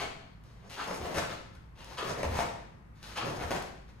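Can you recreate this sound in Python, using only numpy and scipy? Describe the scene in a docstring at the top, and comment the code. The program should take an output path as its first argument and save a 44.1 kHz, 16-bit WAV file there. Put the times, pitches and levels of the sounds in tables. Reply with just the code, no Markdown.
"""A hall with a low ventilation rumble; a stereo pair stands a few metres from a foam mat.
A sleeve swipes and stiff cotton whips right at the start. Then someone in uniform takes three sliding
steps, each a light rustle, a sleeve swipe, trouser legs and bare soles brushing past, a soft landing
and the snapping cloth of a strike. The hall rings on after each."""
import sys
import numpy as np
from scipy import signal
from scipy.fft import rfft, irfft
from scipy.io import wavfile
from scipy.ndimage import uniform_filter1d

SR = 44100
rng = np.random.default_rng(int(sys.argv[2]) if len(sys.argv) > 2 else 0)


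def transcribe(u):
    """Save the signal u as a 16-bit wav file named by the first command-line argument.

    u: samples, shape (n,) or (channels, n), limited to [-1, 1]; the rate is SR.
    q: integer samples, one column per channel.
    """
    v = np.clip(np.atleast_2d(u).T, -1, 1)
    q = np.round(v * 32767).astype(np.int16)
    wavfile.write(sys.argv[1], SR, q)


N = 176400

# Colour of whipped cotton. Each row: frequency in Hz, gain in dB.
WHIP_COLOUR = [(60, -3), (150, 5), (300, -2), (600, -1.5), (1400, -3), (2200, -7), (4500, -17.5),
               (8000, -20.5), (10500, -28), (15000, -35)]


def undb(db):
    """Decibels to gain."""
    return 10 ** (np.asarray(db) / 20)


def unit(x):
    """Scale to rms 1."""
    return x / np.sqrt(np.mean(x ** 2))


def along(points, hz):
    """Read (Hz, value) points on a log-frequency axis."""
    f, values = np.array(points, float).T
    return np.interp(np.log(np.maximum(hz, 1)), np.log(f), values)


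def bins(n):
    """Frequencies of an n-sample spectrum."""
    return np.arange(n // 2 + 1) * SR / n


def colour(x, points):
    """Filter by (Hz, dB) points."""
    n = x.shape[-1]
    return irfft(rfft(x) * undb(along(points, bins(n))), n)


def response(db_at, size=4096):
    """Minimum-phase impulse response of unit energy for a dB curve."""
    cepstrum = irfft(np.log(undb(db_at(bins(size)))))
    cepstrum[1:size // 2] *= 2
    cepstrum[size // 2 + 1:] = 0
    impulse = irfft(np.exp(rfft(cepstrum)))
    return impulse / np.linalg.norm(impulse)


def add(out, start, x):
    """Mix x in from a start time in seconds."""
    i = int(start * SR)
    x = x[max(-i, 0):N - i]
    out[max(i, 0):max(i, 0) + len(x)] += x


def hit(x, db, window_s=.01):
    """Give a short sound its level, as if its energy filled the window."""
    return x / np.linalg.norm(x) * np.sqrt(window_s * SR) * undb(db)


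def diffuse(n):
    """Stereo noise from all directions, alike on both sides in the bass."""
    # Each row: frequency in Hz, side minus mid in dB.
    width = [(50, -16), (130, -10.5), (280, -4.5), (550, 1.5), (15000, -2.5)]
    mid, side = rng.standard_normal((2, n))
    return mid + colour(side, width) * np.array([[1], [-1]])


def ventilation():
    """Steady low rumble with a faint rush of air."""
    # Each row of both: frequency in Hz, gain in dB.
    rumble = [(20, -19), (30, -38), (40, -4), (52, 3), (66, 2.5), (82, -18), (108, 2.5), (135, -7),
              (165, -6.5), (210, -9), (270, -20), (340, -28.5), (450, -40), (1500, -67)]
    air = [(150, 6.5), (300, -6), (600, -14.5), (1100, -9.5), (2000, -14.5), (4000, -32), (8000, -34.5),
           (15000, -39.5)]
    return undb(-52.5) * unit(colour(diffuse(N), rumble)) + undb(-58.5) * unit(colour(diffuse(N), air))


def flutter(rate_hz=46, depth_db=1.5):
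    """A randomly wavering gain: the cloth slackens and tightens as it moves."""
    span = int(SR / rate_hz)
    waver = uniform_filter1d(rng.standard_normal(N), span, mode="wrap")
    return undb(depth_db * unit(uniform_filter1d(waver, span // 2, mode="wrap")))


def catches(rate_hz, spread_db):
    """Threads catching and letting go: dense clicks of uneven size."""
    chance, size, sign = rng.random(N), rng.standard_normal(N), rng.choice([-1, 1], N)
    return unit((chance < rate_hz / SR) * sign * undb(spread_db * np.clip(size, -2, 2)))


def rub(moves, spectrum, release_s, grain, catch_hz, spread_db, peak_db, peak_oct):
    """Friction hiss and thread catches swell, hold and die, coloured by the moving panel."""
    # Each row of moves: start, rise and hold in seconds, level in dB, peak in Hz, treble in dB.
    # Each row of spectrum: frequency in Hz, gain in dB. Grain is the catches' share of the power.
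    out, t = np.zeros(N), np.arange(SR // 2) / SR
    threads = np.sqrt(grain) * catches(catch_hz, spread_db)
    hiss = np.sqrt(1 - grain) * rng.standard_normal(N)
    friction = flutter() * (threads + hiss)
    for start, rise, hold, db, hz, treble_db in moves:
        speed = np.minimum(t / rise, 1) * np.exp(-np.maximum(t - rise - hold, 0) / release_s)
        panel = response(lambda f: along(spectrum, f)
                         + peak_db * np.exp(-.5 * (np.log2((f + 1) / hz) / peak_oct) ** 2)
                         + treble_db * f ** 2 / (f ** 2 + 3500 ** 2))
        stroke = speed * np.roll(friction, rng.integers(N))[:len(t)]
        add(out, start, undb(db) * signal.fftconvolve(stroke, panel))
    return out


def sleeve_swipes():
    """A sleeve wipes across the chest."""
    # Rows as in rub.
    wipes = [(-.03, 0.012, 0.037, -36, 2080, 8), (.755, 0.036, 0.0046, -40.5, 1340, -10),
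             (.795, 0.011, 0.019, -37.5, 1420, -2.5), (.84, .02, 0.032, -46, 980, -18),
             (1.968, 0.0065, .003, -39, 1200, 6), (1.98, 0.0014, 0.0068, -37.5, 3180, 7),
             (1.982, 0.0064, 0.026, -35, 1290, -7.5), (3.156, 0.0033, 0.012, -38, 1130, 3.5),
             (3.171, 0.0025, 0.016, -38.5, 2980, -4.5), (3.208, 0.0036, 0.0056, -37.5, 1300, -4)]
    sleeve = [(60, -34), (200, -4), (550, -5), (950, -0.5), (1550, -1.5), (2050, -5), (3100, -3.5),
              (3750, -9.5), (4400, -8), (5700, -16), (7000, -15.5), (10500, -27), (15000, -39)]
    return rub(wipes, sleeve, release_s=.017, grain=.26, catch_hz=2500, spread_db=7,
               peak_db=6, peak_oct=.2)


def strikes():
    """The uniform whips at the end of a strike."""
    # Rows as in rub.
    whips = [(-.02, 0.021, 0.034, -37.5, 660, -4.5), (1.142, .003, 0.019, -33.5, 570, 7),
             (1.16, 0.0078, 0.015, -32.5, 730, 7), (1.205, 0.019, 0.0057, -35.5, 845, 0.5),
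             (2.325, 0.043, 0.037, -36, 960, 7), (2.385, .015, 0.022, -34, 740, -1),
             (2.44, 0.0095, 0.015, -44.5, 750, 0), (3.504, .004, 0.029, -36.5, 600, 11),
             (3.53, 0.0091, 0.022, -36, 770, 3), (3.58, 0.0087, 0.018, -45, 650, -5)]
    return rub(whips, WHIP_COLOUR, release_s=.022, grain=.36, catch_hz=900, spread_db=7.5,
               peak_db=6, peak_oct=.17)


def jacket_rustles():
    """The jacket shifts lightly, cloth on cloth."""
    # Rows as in rub.
    shifts = [(.42, 0.026, 0.21, -66.5, 497, 0.5), (.615, 0.038, 0.02, -54.5, 550, -24),
              (.692, 0.0052, 0.15, -48.5, 2800, 8.5), (1.28, 0.021, 0.035, -44, 1330, -0.5),
              (1.545, 0.0055, 0.0037, -58.5, 1470, -4), (1.748, 0.033, 0.07, -53.5, 2930, 0.5),
              (1.85, 0.029, 0.073, -51, 950, -2), (2.93, 0.082, .01, -61.5, 1800, 7),
              (3.026, 0.0034, 0.062, -51.5, 1580, 8), (3.07, 0.034, 0.069, -49, 1280, 5),
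              (3.875, 0.0087, 0.013, -61, 1980, 3), (3.93, 0.0095, .06, -74, 1510, 5)]
    jacket = [(60, -2), (200, 3), (500, 0), (1100, 0), (2000, -3), (3500, -4.5), (6000, -11.5),
              (10000, -18.5), (15000, -29)]
    return rub(shifts, jacket, release_s=.017, grain=.75, catch_hz=1600, spread_db=4,
               peak_db=4.5, peak_oct=.18)


def knocks(contacts, spectrum, decay_s, scatter):
    """Short contacts: a push followed by a quickly dying scatter."""
    # Each row of contacts: start in seconds, level in dB; of spectrum: frequency in Hz, gain in dB.
    out, t = np.zeros(N), np.arange(SR // 8) / SR
    body = response(lambda f: along(spectrum, f))
    for start, db in contacts:
        tail = rng.standard_normal(len(t)) * np.exp(-t / decay_s)
        force = (t == 0) + scatter * tail / np.linalg.norm(tail)
        add(out, start, hit(signal.fftconvolve(force, body), db))
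    return out


def ticks():
    """Cloth and soles make small sharp contacts."""
    # Rows as in knocks.
    touches = [(.438, -67), (.698, -58), (.944, -48), (.95, -47), (1.143, -50), (1.541, -69), (1.553, -63),
               (1.845, -52), (1.923, -59), (1.981, -62), (2.01, -49), (2.231, -47.5), (3.029, -53),
               (3.173, -46), (3.177, -46), (3.507, -45.5), (3.624, -48)]
    spectrum = [(80, -20), (600, -10), (2000, -5), (7000, -9), (10000, -10), (15000, -22)]
    return knocks(touches, spectrum, decay_s=.0023, scatter=2.3)


def sole_skims():
    """Bare soles skim the mat with a high hiss."""
    # Rows as in rub.
    skims = [(.44, 0.011, .07, -78.5, 9100, 0), (.62, 0.059, .015, -72.5, 9000, 0),
             (.86, 0.017, 0.11, -57, 12000, 0), (1.49, 0.037, 0.021, -84, 9000, 0),
             (1.84, .06, .06, -68, 11800, 0), (2.06, 0.047, .015, -52.5, 9100, 0),
             (3.235, 0.016, 0.12, -57, 12000, 0)]
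    sole = [(200, -32), (2000, -12), (5000, 18), (9000, 2), (11000, -4), (15000, -12)]
    return rub(skims, sole, release_s=.016, grain=.57, catch_hz=1400, spread_db=4,
               peak_db=15.5, peak_oct=.85)


def trouser_brushes():
    """Trouser legs brush each other during a step."""
    # Rows as in rub.
    brushes = [(.865, 0.013, 0.04, -38, 910, -24), (.905, 0.022, 0.056, -43, 596, -7),
               (.99, 0.048, 0.049, -40.5, 593, 2.5), (1.09, 0.026, 0.017, -40.5, 530, 2),
               (2.02, 0.025, 0.049, -40, 706, 6), (2.06, 0.039, 0.014, -38, 1020, -5),
               (2.14, 0.04, 0.081, -40.5, 610, -0.5), (2.26, 0.043, 0.11, -43, 790, 4),
               (3.215, 0.015, 0.045, -39.5, 533, -19), (3.255, 0.025, 0.033, -40.5, 930, -7),
               (3.32, 0.013, 0.08, -44, 537, -7), (3.38, 0.036, 0.022, -36.5, 910, 0),
               (3.45, .02, 0.055, -47, 603, 9)]
    trousers = [(60, 1), (150, 6), (300, -3), (600, -5.5), (1100, -8.5), (2000, -9), (4500, -18),
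                (8000, -23), (10500, -28), (15000, -32)]
    return rub(brushes, trousers, release_s=.009, grain=.38, catch_hz=900, spread_db=1.5,
               peak_db=7, peak_oct=.7)


def footfalls():
    """Feet load the foam with a soft thud."""
    # Rows as in knocks.
    landings = [(.9, -45), (1.0, -36.5), (1.17, -38), (1.55, -48), (2.03, -44), (2.247, -29),
                (2.286, -33.5), (2.305, -28.5), (2.39, -39), (3.435, -34)]
    mat = [(25, -51), (55, -3), (75, 12.5), (115, -4.5), (190, -12), (400, -32), (1500, -66)]
    return knocks(landings, mat, decay_s=.011, scatter=.47)


def fold_snaps(ring_s=.0016):
    """A fold snaps taut: the panel swings for a few cycles, with a short crack."""
    # Each row: start in seconds, level in dB, pitch in Hz.
    folds = [(.910, -33, 600), (1.012, -35.5, 348), (1.146, -35.5, 525), (1.174, -33, 420),
             (1.232, -37, 1200), (2.027, -31, 417), (2.231, -26, 578), (2.242, -31, 930), (2.25, -31, 1010),
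             (2.372, -36.5, 1270), (2.388, -26.5, 720), (2.405, -32, 690), (2.424, -35, 676),
             (3.507, -27.5, 634), (3.514, -27, 570), (3.521, -30, 772), (3.541, -45.5, 620)]
    out, t = np.zeros(N), np.arange(SR // 20) / SR
    cloth = response(lambda f: along(WHIP_COLOUR, f))
    for start, db, hz in folds:
        swing = t / ring_s * np.exp(-t / ring_s)
        crack = signal.fftconvolve(rng.standard_normal(len(t)) * swing, cloth)[:len(t)]
        add(out, start, hit(.63 * crack - np.sin(2 * np.pi * hz * t) * swing, db))
    return out


def hall(x, gap_s=.005, early_s=.011, early_db=-8.5, tail_db=-2):
    """Early reflections off mat, ceiling and windows, then a tail whose treble dies first."""
    # Each row: frequency in Hz, seconds to fall by 60 dB.
    decays = [(60, 1), (250, 0.91), (700, 0.63), (2000, 0.72), (4000, 0.72), (8000, 0.55), (15000, 0.41)]
    t, f = np.arange(SR) / SR, bins(SR)
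    field, tail = rfft(diffuse(SR)), 0
    for hz, t60 in decays:
        band = along([(centre, centre == hz) for centre, _ in decays], f)
        tail = tail + irfft(field * band) * undb(-60 * t / t60)
    early = diffuse(SR) * np.exp(-t / early_s)
    echoes = undb(tail_db) * tail / np.linalg.norm(tail[0])
    echoes += undb(early_db) * early / np.linalg.norm(early[0])
    delayed = np.pad(echoes, ((0, 0), (int(gap_s * SR), 0)))
    return signal.fftconvolve(x[None], delayed, axes=1)[:, :N]


def moving_hall(x, spots=6, travel_s=.022):
    """The hall answers differently as the body moves: fade from one spot's echoes to the next."""
    position = np.arange(N) / SR / travel_s
    distances = [np.abs((position - k + spots / 2) % spots - spots / 2) for k in range(spots)]
    return sum(hall(x * np.cos(np.pi / 2 * np.minimum(away, 1))) for away in distances)


def sends(x, direct_db, room_db):
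    """A source's direct sound and its share for the hall."""
    return np.array([undb(direct_db) * x, undb(room_db) * x])


def scene():
    """Uniform and feet a few metres off, direct and through the hall, over the ventilation."""
    direct, room = (sends(sleeve_swipes(), direct_db=-1.5, room_db=1)
                    + sends(strikes(), direct_db=-4, room_db=-1.5)
                    + sends(jacket_rustles(), direct_db=-2.5, room_db=.5)
                    + sends(ticks(), direct_db=-1.5, room_db=-2)
                    + sends(sole_skims(), direct_db=4.5, room_db=1.5)
                    + sends(trouser_brushes(), direct_db=-3, room_db=1.5)
                    + sends(footfalls(), direct_db=-.5, room_db=-4.5)
                    + sends(fold_snaps(), direct_db=-6.5, room_db=-7))
    return direct + moving_hall(room) + ventilation()


def record(dry):
    """The two microphones differ in colour and phase; the top is cut at 15.4 kHz."""
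    # Each row: frequency in Hz, then the value named alongside.
    balance = [(60, -0.1), (200, .5), (700, 2), (1300, 3), (2400, 2.5), (4400, 5.5), (6000, 5), (7500, 0),
               (10500, -4.5), (15000, 2.5)]  # left minus right in dB
    phase = [(100, 0), (1300, 0.22), (3200, 0.84), (6000, 2), (7600, -4), (9500, -1), (11000, -3.5),
             (12000, -6.5), (13700, -2.5), (15000, -8)]  # left's lead in radians
    timbre = [(230, -1), (310, 1), (380, 1.5), (560, 2.5), (640, 2), (735, 2), (840, 2), (960, 2),
              (1400, -0.5), (1900, 0.5), (3100, -1), (3600, -1), (4300, 1), (5000, 0)]  # gain of room and microphones in dB
    f = bins(N)
    left = undb(along(balance, f) / 2) * np.exp(.5j * along(phase, f))
    pair = irfft(rfft(dry) * np.array([left, 1 / left]) * undb(along(timbre, f)), N)
    return signal.sosfilt(signal.ellip(10, .2, 70, 15400, fs=SR, output="sos"), pair)


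dry = scene()
out = record(dry)
transcribe(out)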